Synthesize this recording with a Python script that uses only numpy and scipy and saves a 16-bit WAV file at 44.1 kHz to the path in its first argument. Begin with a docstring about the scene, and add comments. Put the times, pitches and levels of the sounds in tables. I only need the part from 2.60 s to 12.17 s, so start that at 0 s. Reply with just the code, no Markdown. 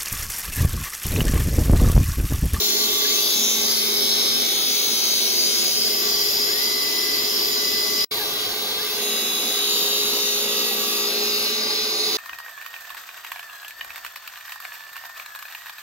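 """Surface grinder at work

A grinder in a workshop is heard from two places, with a very short silence between them. Shaped noise makes
the rumble, fan, wheel rush and the hiss of an air nozzle. Gliding sines make the whine of the table drive,
which rises and falls with each stroke, and a growl. More sines make the spindle's song, which sags in pitch
while the wheel cuts. Two microphone ports hear it all as the microphone moves about near the machine."""
import sys
import numpy as np
from scipy import signal
from scipy.fft import rfft, irfft, next_fast_len
from scipy.io import wavfile
from scipy.ndimage import uniform_filter1d, map_coordinates

SR = 44100
rng = np.random.default_rng(int(sys.argv[2]) if len(sys.argv) > 2 else 0)


def put_to_file(sound):
    """Save the sound as 16-bit audio at rate SR, in the file named by the first command-line argument."""
    columns = np.atleast_2d(sound).T  # one column per channel
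    safe = np.clip(columns, -1, 1)
    whole_steps = np.round(safe * 32767)
    wavfile.write(sys.argv[1], SR, whole_steps.astype(np.int16))


N = 422037
TIME = np.arange(N) / SR
MOVE_S = 5.48  # change from the first place to the second
STOP_S, RESUME_S = 5.447, 5.508  # the short silence


def amp(db):
    """Gain of a level in dB."""
    return 10 ** (np.asarray(db) / 20)


def ramp(start, length, t=TIME):
    """0 before start, 1 after start + length, straight between."""
    return np.clip((t - start) / length, 0, 1)


def along(points, hz):
    """Read (f/Hz, value) points on a log frequency axis."""
    f, v = np.transpose(points)
    return np.interp(np.log(hz + 1), np.log(f + 1), v)


def curves(rows, t=TIME):
    """Read every column after the first at the places t of the first column."""
    s, *columns = np.transpose(rows)
    return np.array([np.interp(t, s, column) for column in columns])


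def wobble(rate):
    """A random curve: straight lines between random points, rate points a second."""
    points = rng.standard_normal(int(N * rate / SR) + 4)
    return map_coordinates(points, [TIME * rate], order=1)


# positions of the microphone: (t/s halfway through the glide there, level/dB of each of 10 guard resonances
# before the hiss boost, level/dB of each of 3 strong bearing tones, level/dB added to the other spindle tones)
POSITIONS = [(0.0, -38, -32, -42, -35.5, -34.5, -37, -40.5, -39, -40, -37, -40, -32, -38, -1.8),
             (0.35, -36.5, -30.5, -39, -39, -32.5, -37, -42, -35.5, -39.5, -37, -42.5, -28.5, -35, -0.34),
             (0.6, -39, -32, -33, -37, -34.5, -41, -39.5, -37, -38, -34, -38, -37, -36, -1.5),
             (0.8, -39, -39, -43, -38, -28.5, -34, -39, -37, -41, -34, -36, -37, -30, 0.8),
             (1.0, -39, -37, -34, -34, -35, -40, -36, -42, -39, -38.5, -43, -41, -36, 0.77),
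             (1.3, -36.5, -35.0, -37, -30.5, -39, -41.5, -36, -48, -39, -39, -43, -34.5, -30, 1),
             (1.9, -38, -33.5, -33, -41, -33, -47, -38.5, -38, -41.0, -36.0, -36, -35, -33.5, 0.2),
             (2.3, -40, -32.5, -32, -46, -31.5, -63, -38.5, -37.5, -45, -37, -37, -46, -36, -1.4),
             (2.75, -40, -34.5, -29, -36, -33, -39.5, -38.5, -39.5, -42, -37.0, -39, -53, -38.5, 0.0),
             (3.25, -40, -38, -29.5, -33.5, -38, -40, -43, -37.5, -42, -38, -40, -42.5, -48.0, -1),
             (3.8, -39, -37.5, -30.5, -34, -41, -40.5, -44, -37, -43, -41, -41.5, -50, -46, -0.9),
             (5.48, -39, -36.5, -43, -41.5, -44, -49, -42, -42.5, -43, -43, -48, -36.5, -39, -3.5),
             (6.4, -43, -39, -39, -43, -41.5, -41.5, -41, -40.5, -41, -40, -41, -34.5, -35, -1.5),
             (6.95, -37.5, -34, -35.5, -40, -40, -40.5, -40, -38, -47, -40, -35, -38, -31, -1.1),
             (7.45, -38, -34, -36.5, -42, -36, -42.5, -39.5, -41.5, -40, -42, -46, -39, -31.5, 0),
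             (7.9, -39, -35.5, -35.0, -44, -39, -43.5, -40, -42, -37.5, -43.5, -47, -36.5, -34.5, 0.5),
             (8.5, -50, -32, -35.5, -38, -41, -42.5, -42.5, -43, -37, -42.5, -45, -43.5, -36.5, 1.4),
             (8.95, -49, -33, -34.5, -41, -41, -44.5, -44.5, -46.5, -49, -42.5, -44, -41.5, -36, 0.9)]
HISS, BEARING, OTHERS = slice(1, 11), slice(11, 14), slice(14, 15)  # columns of the positions
GLIDE_S = .19  # from one position to the next


def heard(columns):
    """Some columns of the positions over time: hold, then glide; the change of place is almost a jump."""
    rows = []
    for before, now in zip(POSITIONS, POSITIONS[1:]):
        half = GLIDE_S / 2 if abs(now[0] - MOVE_S) > .05 else .01
        rows.append((now[0] - half, *before[columns]))
        rows.append((now[0] + half, *now[columns]))
    return rows


# how far the left port leads before the bass is reduced: (f/Hz, phase/rad for each of 9 microphone aims)
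LEAD = [(0, 0, 0.5, 0.5, -1.5, 2.5, 0.5, -1.5, -0.5, 1.5),
        (1200, 2.5, 2.2, 2.5, -2.5, 2.06, 0.8, 0.5, 1.1, -2.0),
        (2060, 5, 5, 1, -5.5, 5.5, -0.7, -0.3, -2.1, 2),
        (2612, 4.5, 4.5, -3.5, -5, 2, -2.5, -1.8, -1.5, -1.5),
        (3170, 4.5, 4, -1.5, -8, 0.9, -2, 2.5, 1.4, -2), (3476, 3.5, 7, -2, -5, -0.3, -3.5, -2, 4.5, 0.5),
        (3770, 8.0, 7.5, 3.5, -4.5, 3.5, -2, 1.5, 1.0, 1.3),
        (3900, 10, 7, -1.2, -5.5, 1.8, -0.6, 1.5, -1.4, 2.5),
        (4230, 10, 11, -0.5, -2, -3, -3, -4.5, -3.5, 2),
        (4710, 12, 14, 0.5, -3.5, -1.9, 0.5, -2, -3.5, 2.0),
        (4880, 10.5, 10.5, -2.5, -3, 0.1, 0.7, -2.5, -4, 1), (5390, 9, 7, -1.5, -1, -1, 2.1, -1, -4.5, 0.5),
        (5470, 8, 8.5, -4, -2.5, 2.5, -2.5, 2, -1.5, 3), (6355, 12.5, 7, -0.3, -0.8, -2.4, 1.5, 1, -4, 0),
        (6900, 7, 5, -3, 1.2, 1.5, -0.5, 4.5, -5, -1.5), (9700, 10.5, 2, -2, 1.1, 1.5, -2.5, 0.5, -5, -2),
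        (11320, 14.5, -1, -5, 2, -6.5, -4, 3, -3, -2.5), (12170, 13.5, 2.5, -8, 5, -3.5, -5, -2, -11, 0.5),
        (13100, 16, -3, -7.5, 5, -4, -5, 0, -11.5, 3.5),
        (15200, 20, -1.5, -8, 4.5, -7.2, -0.5, -10, -11, 4)]
# turns from one aim to the next: (start t/s, length t/s)
TURNS = [(.5, .2), (.9, .25), (1.7, .4), (3.05, .45), (5.46, .03), (6.25, .2), (6.95, .25), (8.3, .3)]


def lead(hz, t):
    """Phase lead of the left port as the microphone turns; the bass comes from the front and has little."""
    aims = np.exp(1j * curves(LEAD, hz) * hz ** 2 / (hz ** 2 + 500 ** 2))
    steps = sum((b - a) * ramp(*turn, t) for a, b, turn in zip(aims, aims[1:], TURNS))
    return np.angle(aims[0] + steps)


# how alike left and right noise are: (f/Hz, likeness from 0 to 1)
ALIKE = [(40, .72), (80, .62), (150, .9), (400, .9), (800, .65), (1500, .4), (3000, .6), (5000, .74),
         (9000, .58), (15000, .62)]
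RIPPLE_DB = 2.5  # depth of the treble ripples


def noise(shapes, levels, patchy_db, streaky_db):
    """Stereo noise: each spectral shape follows its level curve, with random patches, streaks and ripples."""
    hz, t, z = signal.stft(rng.standard_normal((2, N)), SR, nperseg=1024)
    power = np.array([shape(hz) ** 2 for shape in shapes])
    power = power / power.mean(axis=1, keepdims=True)
    gain = np.sqrt(power.T @ amp(curves(levels, t)) ** 2)
    white = rng.standard_normal((4, *z.shape[1:]))

    # patches come and go; their slow swells are taken out
    patches = uniform_filter1d(uniform_filter1d(white[0], size=12, axis=0), size=10, axis=1)
    patches = patches - uniform_filter1d(patches, size=36, axis=1)

    # echoes from near surfaces: narrow, longer streaks, a little different in each port, without broad swells
    streaks = white[1:3] + white[1:3].sum(axis=0)
    streaks = uniform_filter1d(uniform_filter1d(streaks, size=2, axis=1), size=50, axis=2)
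    streaks = streaks - uniform_filter1d(streaks, size=9, axis=1)
    gain = gain * amp(patchy_db * patches / patches.std() + streaky_db * streaks / streaks.std())

    # wider ripples drift slowly in the treble
    ripples = uniform_filter1d(uniform_filter1d(white[3], size=9, axis=0), size=40, axis=1)
    ripples = ripples - uniform_filter1d(ripples, size=36, axis=0)
    treble = ramp(7000, 2500, hz)[:, None]
    gain = gain * amp(RIPPLE_DB * treble * ripples / ripples.std())

    # mix a shared and an opposite part to get the likeness, then shift the phase of one port
    spread = np.arccos(np.clip(along(ALIKE, hz), 0, 1))[:, None] / 2
    mid, side = z[0] * np.cos(spread), z[1] * np.sin(spread)
    shift = np.exp(1j * lead(hz[:, None], t[None]))
    ports = gain * np.array([(mid + side) * shift, mid - side])
    return signal.istft(ports, SR, nperseg=1024)[1][:, :N]


def tone(hz, db, near_hz, waver_db, rate=5):
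    """A stereo sine wavering apart in each port; the phase between them follows the lead and drifts at random."""
    phase = 2 * np.pi * (np.cumsum(hz) / SR + rng.random())
    steps = TIME[::256]
    half = np.interp(TIME, steps, np.unwrap(lead(near_hz, steps))) / 2
    half = half + .25 * wobble(1.2) * near_hz / (near_hz + 1500)
    ports = [amp(db + waver_db * wobble(rate)) * np.sin(phase + side * half) for side in (1, -1)]
    return np.sqrt(2) * np.array(ports)


# passes of the wheel over the steel: (enters t/s, leaves t/s, early sag f/Hz, late sag f/Hz)
CUTS = [(.6, 3.05, 2.5, 1.6), (6.32, 8.75, 3.7, 1.9)]
FREE_HZ, FULL_SAG_HZ = 288.45, 1.5  # ball pass rate running free; the drop that counts as full load
SAG_S, RECOVER_S = .16, .2


def ball_pass():
    """Ball pass rate of the bearing: it sags as the wheel enters, creeps back, recovers as the wheel leaves."""
    rate = FREE_HZ
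    for enters, leaves, early, late in CUTS:
        sag = early + (late - early) * ramp(enters, leaves - enters)
        rate = rate - sag * ramp(enters, SAG_S) * (1 - ramp(leaves, RECOVER_S))
    return rate


def load():
    """0 running free, 1 cutting: the motor slips more under the cut."""
    return np.clip((FREE_HZ - ball_pass()) / FULL_SAG_HZ, 0, 1)


# noise spectra of floor, machine base, fan and wheel; only the shape counts: (f/Hz, relative level/dB)
FLOOR = [(15, -38), (30, -20), (60, -7), (100, -10.5), (150, -9), (200, -8), (300, -120)]
BASE = [(100, -62), (160, -21.5), (227, -1.5), (318, -6.5), (409, -1), (500, -14.5), (650, -25),
        (1100, -120)]
FAN = [(250, -61), (450, -1.5), (550, -3.5), (800, -2.5), (1200, -6), (1450, -16), (2500, -27)]
RUSH = [(900, -66), (1300, 6), (1560, 12.5), (1780, 6), (2200, 11.5), (2450, 11.5), (3000, 11), (7000, -42),
        (8300, -41), (10000, -29), (16500, -31)]
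# one row each for floor, base, fan and rush, before the boost: (level/dB at first place, level/dB at second)
MOTOR_LEVELS = [(-66, -67.5), (-49, -50), (-47.5, -47.5), (-45, -46.5)]
# extra just after the change of place: (level/dB of floor, of base, of fan, of rush)
SETTLE = (10, -4, 0.5, 0)
SETTLE_S = 0.98  # time in which the extra fades


def motor():
    """Rumble of floor and base, the fan and the wide rush of the wheel, all as shaped noise."""
    shapes = [lambda f, s=s: amp(along(s, f)) for s in (FLOOR, BASE, FAN, RUSH)]
    first, second = np.transpose(MOTOR_LEVELS)
    levels = [(STOP_S, *first), (RESUME_S, *(second + SETTLE)), (RESUME_S + SETTLE_S, *second)]
    return amp(8.0) * noise(shapes, levels, patchy_db=1.2, streaky_db=2.0)  # 8 dB boost


# table strokes, one list for each place: (starts t/s, stands still t/s, full whine f/Hz, braking t/s,
# level/dB gaining speed, level/dB at full speed, level/dB braking)
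STROKES = [
    [(.14, 3.49, 4003, .47, -39.5, -45, -46), (3.53, 6.5, 2003, .47, -42.5, -38.5, -39)],
    [(4, 6.01, 2003, .9, -39.5, -39.5, -38), (5.883, 9.24, 4003, .47, -42, -50, -46),
     (9.256, 12, 2003, .47, -42, -42, -42)],
]
RISE_S, RISE_HZ = .72, 4003  # time to reach this whine; other times go with the root of the full whine
WAKE_SHARE, WAKE_DB = .4, 40  # a starting drive is softer below this share of speed; dB per full speed
DIP_S, DIP_WIDTH_S, DIP_DB = 4.82, .22, -12  # the steady whine dips briefly: centre, half its length, depth


def table_travel():
    """Whine pitch and level of the drive: each stroke gains and loses speed along an S-curve."""
    def ease(u):
        return u * u * (3 - 2 * u)

    hz, db = np.zeros(N), np.zeros(N)
    for here, strokes in zip((TIME < MOVE_S, TIME >= MOVE_S), STROKES):
        for start, stop, top, brake, rise_db, full_db, brake_db in strokes:
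            up = ease(ramp(start, RISE_S * np.sqrt(top / RISE_HZ)))
            down = ease(ramp(stop - brake, brake))
            level = rise_db + (full_db - rise_db) * up ** 10
            level = level + (brake_db - full_db) * np.minimum(4 * down, 1)
            level = level + WAKE_DB * np.minimum(up - WAKE_SHARE, 0)
            whine_hz = top * up * (1 - down)
            fastest = here & (whine_hz > hz)  # where strokes overlap, the higher whine wins
            hz, db = np.where(fastest, whine_hz, hz), np.where(fastest, level, db)
    dip = np.clip(2 - 2 * np.abs(TIME - DIP_S) / DIP_WIDTH_S, 0, 1)
    return hz, np.where(hz > 0, db, -90) + DIP_DB * dip


# the whine and its multiples: (multiple, relative level/dB at steady speed)
DRIVE_ORDERS = [(1, 0), (2, -2), (3, -13)]
# resonances of the drive's case: (f/Hz, width f/Hz, relative level/dB)
DRIVE_CASE = [(600, 90, 0), (760, 90, 0), (930, 120, -6), (1650, 100, 2.5), (1860, 90, -3), (2030, 160, 0),
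              (2200, 150, 2), (2620, 300, 0), (4003, 400, 0)]
# spells in which the feed screw growls: (from t/s, to t/s, level/dB at start, level/dB at end)
GROWLS = [(0.124, 0.28, -47, -43), (0.76, 1.898, -40, -47), (2.385, 3.6, -50.5, -49),
          (6.49, 6.954, -48, -47.5), (7.747, 9.036, -47, -43.5)]
GROWL_REST_DB, GROWL_EDGE_S = -57.5, 0.037  # level between spells; time to come and go


def drive():
    """The whine and its multiples light up as they cross the resonances of the case; the screw growls."""
    def case_db(f):
        bumps = sum(amp(2 * g) / (1 + (2 * (f - c) / w) ** 4) for c, w, g in DRIVE_CASE)
        return 10 * np.log10(bumps + .025)

    hz, db = table_travel()
    # while the table gains or loses speed the motor cogs: pitch and level turn rough, the multiples fall back
    rough = np.clip(np.abs(np.gradient(hz)) * SR / 2000, 0, 1)
    hz = hz + 40 * rough * wobble(120)
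    db = db + 3 * rough * wobble(50)
    whine = 0
    for multiple, relative_db in DRIVE_ORDERS:
        level = db + relative_db * (1 + 2 * rough) + case_db(multiple * hz)
        whine = whine + tone(multiple * hz, level, 350, waver_db=1.7, rate=14)

    growl_db = GROWL_REST_DB
    for start, end, first, last in GROWLS:
        above_rest = first + (last - first) * ramp(start, end - start) - GROWL_REST_DB
        present = ramp(start - GROWL_EDGE_S, GROWL_EDGE_S) - ramp(end, GROWL_EDGE_S)
        growl_db = growl_db + above_rest * present
    growl = tone(221 + 1.67 * wobble(7.2), growl_db, 150, waver_db=0.2)
    return whine + growl


# resonances of guard and chuck that colour the air jet: (f/Hz, width f/Hz)
GUARD = [(3550, 800), (4200, 620), (4810, 420), (5330, 470), (6050, 900), (6900, 700), (10300, 2000),
         (12100, 1700), (13600, 1400), (15200, 1800)]
FLUTTER_HZ = 237.4  # middle rate of the nozzle's own flutter
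SHAFT_SHARE = 1 / 4.853  # shaft turns per ball pass


def air_jet():
    """Hiss in the guard's resonances; the nozzle flutters, the wheel, never quite round, throbs once a turn."""
    # many close modes merge into broad, flat-topped bands with steep flanks
    shapes = [lambda f, c=c, w=w: (1 + (2 * (f - c) / w) ** 4) ** -.5 for c, w in GUARD]
    hiss = amp(4.0) * noise(shapes, heard(HISS), patchy_db=1.36, streaky_db=3)  # 4 dB boost
    flutter_phase = 2 * np.pi * np.cumsum(FLUTTER_HZ + .5 * wobble(3.7)) / SR
    flutter = np.where(TIME < MOVE_S, .22, .02) * np.sin(flutter_phase)
    turn = 2 * np.pi * np.cumsum(ball_pass() * SHAFT_SHARE) / SR
    throb = (0.018 + 0.025 * load()) * np.sin(turn)
    return hiss * (1 + flutter + throb) * amp(0.54 * wobble(9))


# orders of shaft and bearing with their sidebands, before the change with position: (f/Hz running free,
# level/dB free and level/dB cutting at the first place, level/dB free and level/dB cutting at the second)
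TONES = [(59.4, -63, -61, -70, -69), (119, -64, -66, -70, -80), (357, -48, -47, -45, -48),
         (379, -50, -63, -69, -67), (475, -70, -62, -68, -49), (534, -71, -51, -62, -48),
         (1154, -47, -52, -48, -48), (1190, -50, -52, -46, -49), (1248, -59, -53, -54, -52),
         (1307, -55, -50, -59, -52), (1960, -48, -55, -51, -49), (2079, -47, -51, -46, -52),
         (2189, -62, -49, -65, -56), (2248, -55, -49, -51, -52), (2538, -52, -50, -49, -45),
         (2596, -51, -51, -52, -52), (2656, -50, -50, -48, -44), (2801, -57, -58, -51, -48),
         (2826, -66, -60, -54, -48), (2885, -54, -54, -47, -46), (2944, -55, -51, -47, -46),
         (3810, -48, -48, -45, -47), (4039, -48, -43, -46, -48), (4963, -44, -42, -42, -47),
         (5422, -46, -43, -46, -52)]
# hum of the motor frame, the seventh shaft order and a tone just above it: same columns as the tones
HUM = [(416, -37, -40, -42, -36), (430, -45, -54, -39, -51)]
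# change of the hum from start to end of each pass: (level/dB in the first, level/dB in the second)
HUM_FADES = (-2, 0)
# the three strongest bearing tones: (multiples of the ball pass rate)
BEARING_ORDERS = (11, 12, 13)
# tones only loud while the wheel cuts, before the bite:
# (f/Hz at free speed, level/dB at the first place, level/dB at the second)
WHEEL = [(3860, -43, -43), (3920, -34, -35), (3979, -41, -35), (6463, -45, -55), (6523, -43, -46),
         (6594, -56, -43), (7010, -66, -42), (9682, -53, -46), (10276, -51, -56), (11464, -66, -52),
         (11584, -66, -54), (13187, -66, -52), (13959, -68, -44)]
# how hard the wheel bites: (t/s, level/dB added to wheel tones below 5 kHz, level/dB added to those above)
BITE = [(.66, 1, 10.5), (1.2, -5, -3), (1.6, 5.5, 5), (2, -8, 6), (2.5, 1, 5), (2.8, -28, 0),
        (3.05, -15, 3), (6.42, 0, 4), (7.5, 4, 2.5), (7.9, -30, -0.5), (8.8, -18, -6)]
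# level tilt of two high wheel tones over the second pass: {f/Hz: level/dB change from entry to exit}
TILTS = {9682: -8, 13187: 8}
TOUCH_S = .05  # the wheel's tones come in this fast and go in twice the time


def spindle():
    """All tones scale with the speed; the cut changes their strengths and wakes the wheel's own."""
    speed, cut, second = ball_pass() / FREE_HZ, load(), TIME > MOVE_S

    def level(row):
        _, free_1, cutting_1, free_2, cutting_2 = row
        return np.where(second, free_2 + cut * (cutting_2 - free_2), free_1 + cut * (cutting_1 - free_1))

    others_db = curves(heard(OTHERS))[0]
    fade_db = 0
    for (enters, leaves, *_), change in zip(CUTS, HUM_FADES):
        fade_db = fade_db + change * ramp(enters, leaves - enters) * (TIME < leaves + RECOVER_S)
    fade_db = cut * fade_db
    sound = sum(tone(row[0] * speed, level(row) + fade_db + others_db, row[0], waver_db=1.86) for row in HUM)

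    for order, db in zip(BEARING_ORDERS, curves(heard(BEARING))):
        sound += tone(order * ball_pass(), db, order * FREE_HZ, waver_db=3.0, rate=10)
    for row in TONES:
        sound += tone(row[0] * speed, level(row) + others_db, row[0], waver_db=4.5, rate=9)

    touch = sum(ramp(a + TOUCH_S, TOUCH_S) - ramp(b + TOUCH_S, 2 * TOUCH_S) for a, b, *_ in CUTS)
    lower_db, upper_db = curves(BITE) - 45 * (1 - touch)  # 45 dB down away from the steel
    enters, leaves = CUTS[1][:2]
    along_pass = ramp(enters, leaves - enters) - .3
    for hz, first_db, second_db in WHEEL:
        wheel_db = np.where(second, second_db + TILTS.get(hz, 0) * along_pass, first_db)
        bite_db = lower_db if hz < 5000 else upper_db
        sound += tone(hz * speed, wheel_db + bite_db, hz, waver_db=2, rate=12)
    return sound


AFTER_DB, AFTER_DB_PER_S, FADE_IN_S = -24, -1100, .006  # faint trace dying after the stop; the return


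def scene():
    """The whole machine; the sound stops for a moment at the change of place."""
    trace = amp(np.minimum(AFTER_DB + AFTER_DB_PER_S * (TIME - STOP_S), 0))
    gate = np.where(TIME < STOP_S, 1, trace + ramp(RESUME_S, FADE_IN_S) ** 2)
    return (motor() + drive() + air_jet() + spindle()) * gate


# left minus right, one list for each place: (t/s, level/dB below 10 kHz, level/dB from 10 kHz up)
PAN = [
    [(0, 1, 2), (2.7, 1, 1), (3.5, .5, 2.5), (5.44, 0.5, 0.5)],
    [(5.53, 0, -0.5), (8.5, 0, 0), (9.57, -0.5, -2)],
]
TOP_HZ = 15750  # band limit


def record(dry):
    """The ports differ in level, by another amount from 10 kHz up; nothing is kept above the band limit."""
    m = next_fast_len(N + 8192)
    hz, z = np.fft.rfftfreq(m, 1 / SR), rfft(dry, m)
    pan = curves(PAN[0] + PAN[1]) / 2  # half up on one side, half down on the other
    bands = [irfft(z * keep, m)[:, :N] for keep in (hz < 10000, hz >= 10000)]
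    ports = sum(band * amp([db, -db]) for band, db in zip(bands, pan))
    return irfft(rfft(ports, m) * (hz < TOP_HZ), m)[:, :N]


dry = scene()
out = record(dry)
put_to_file(out)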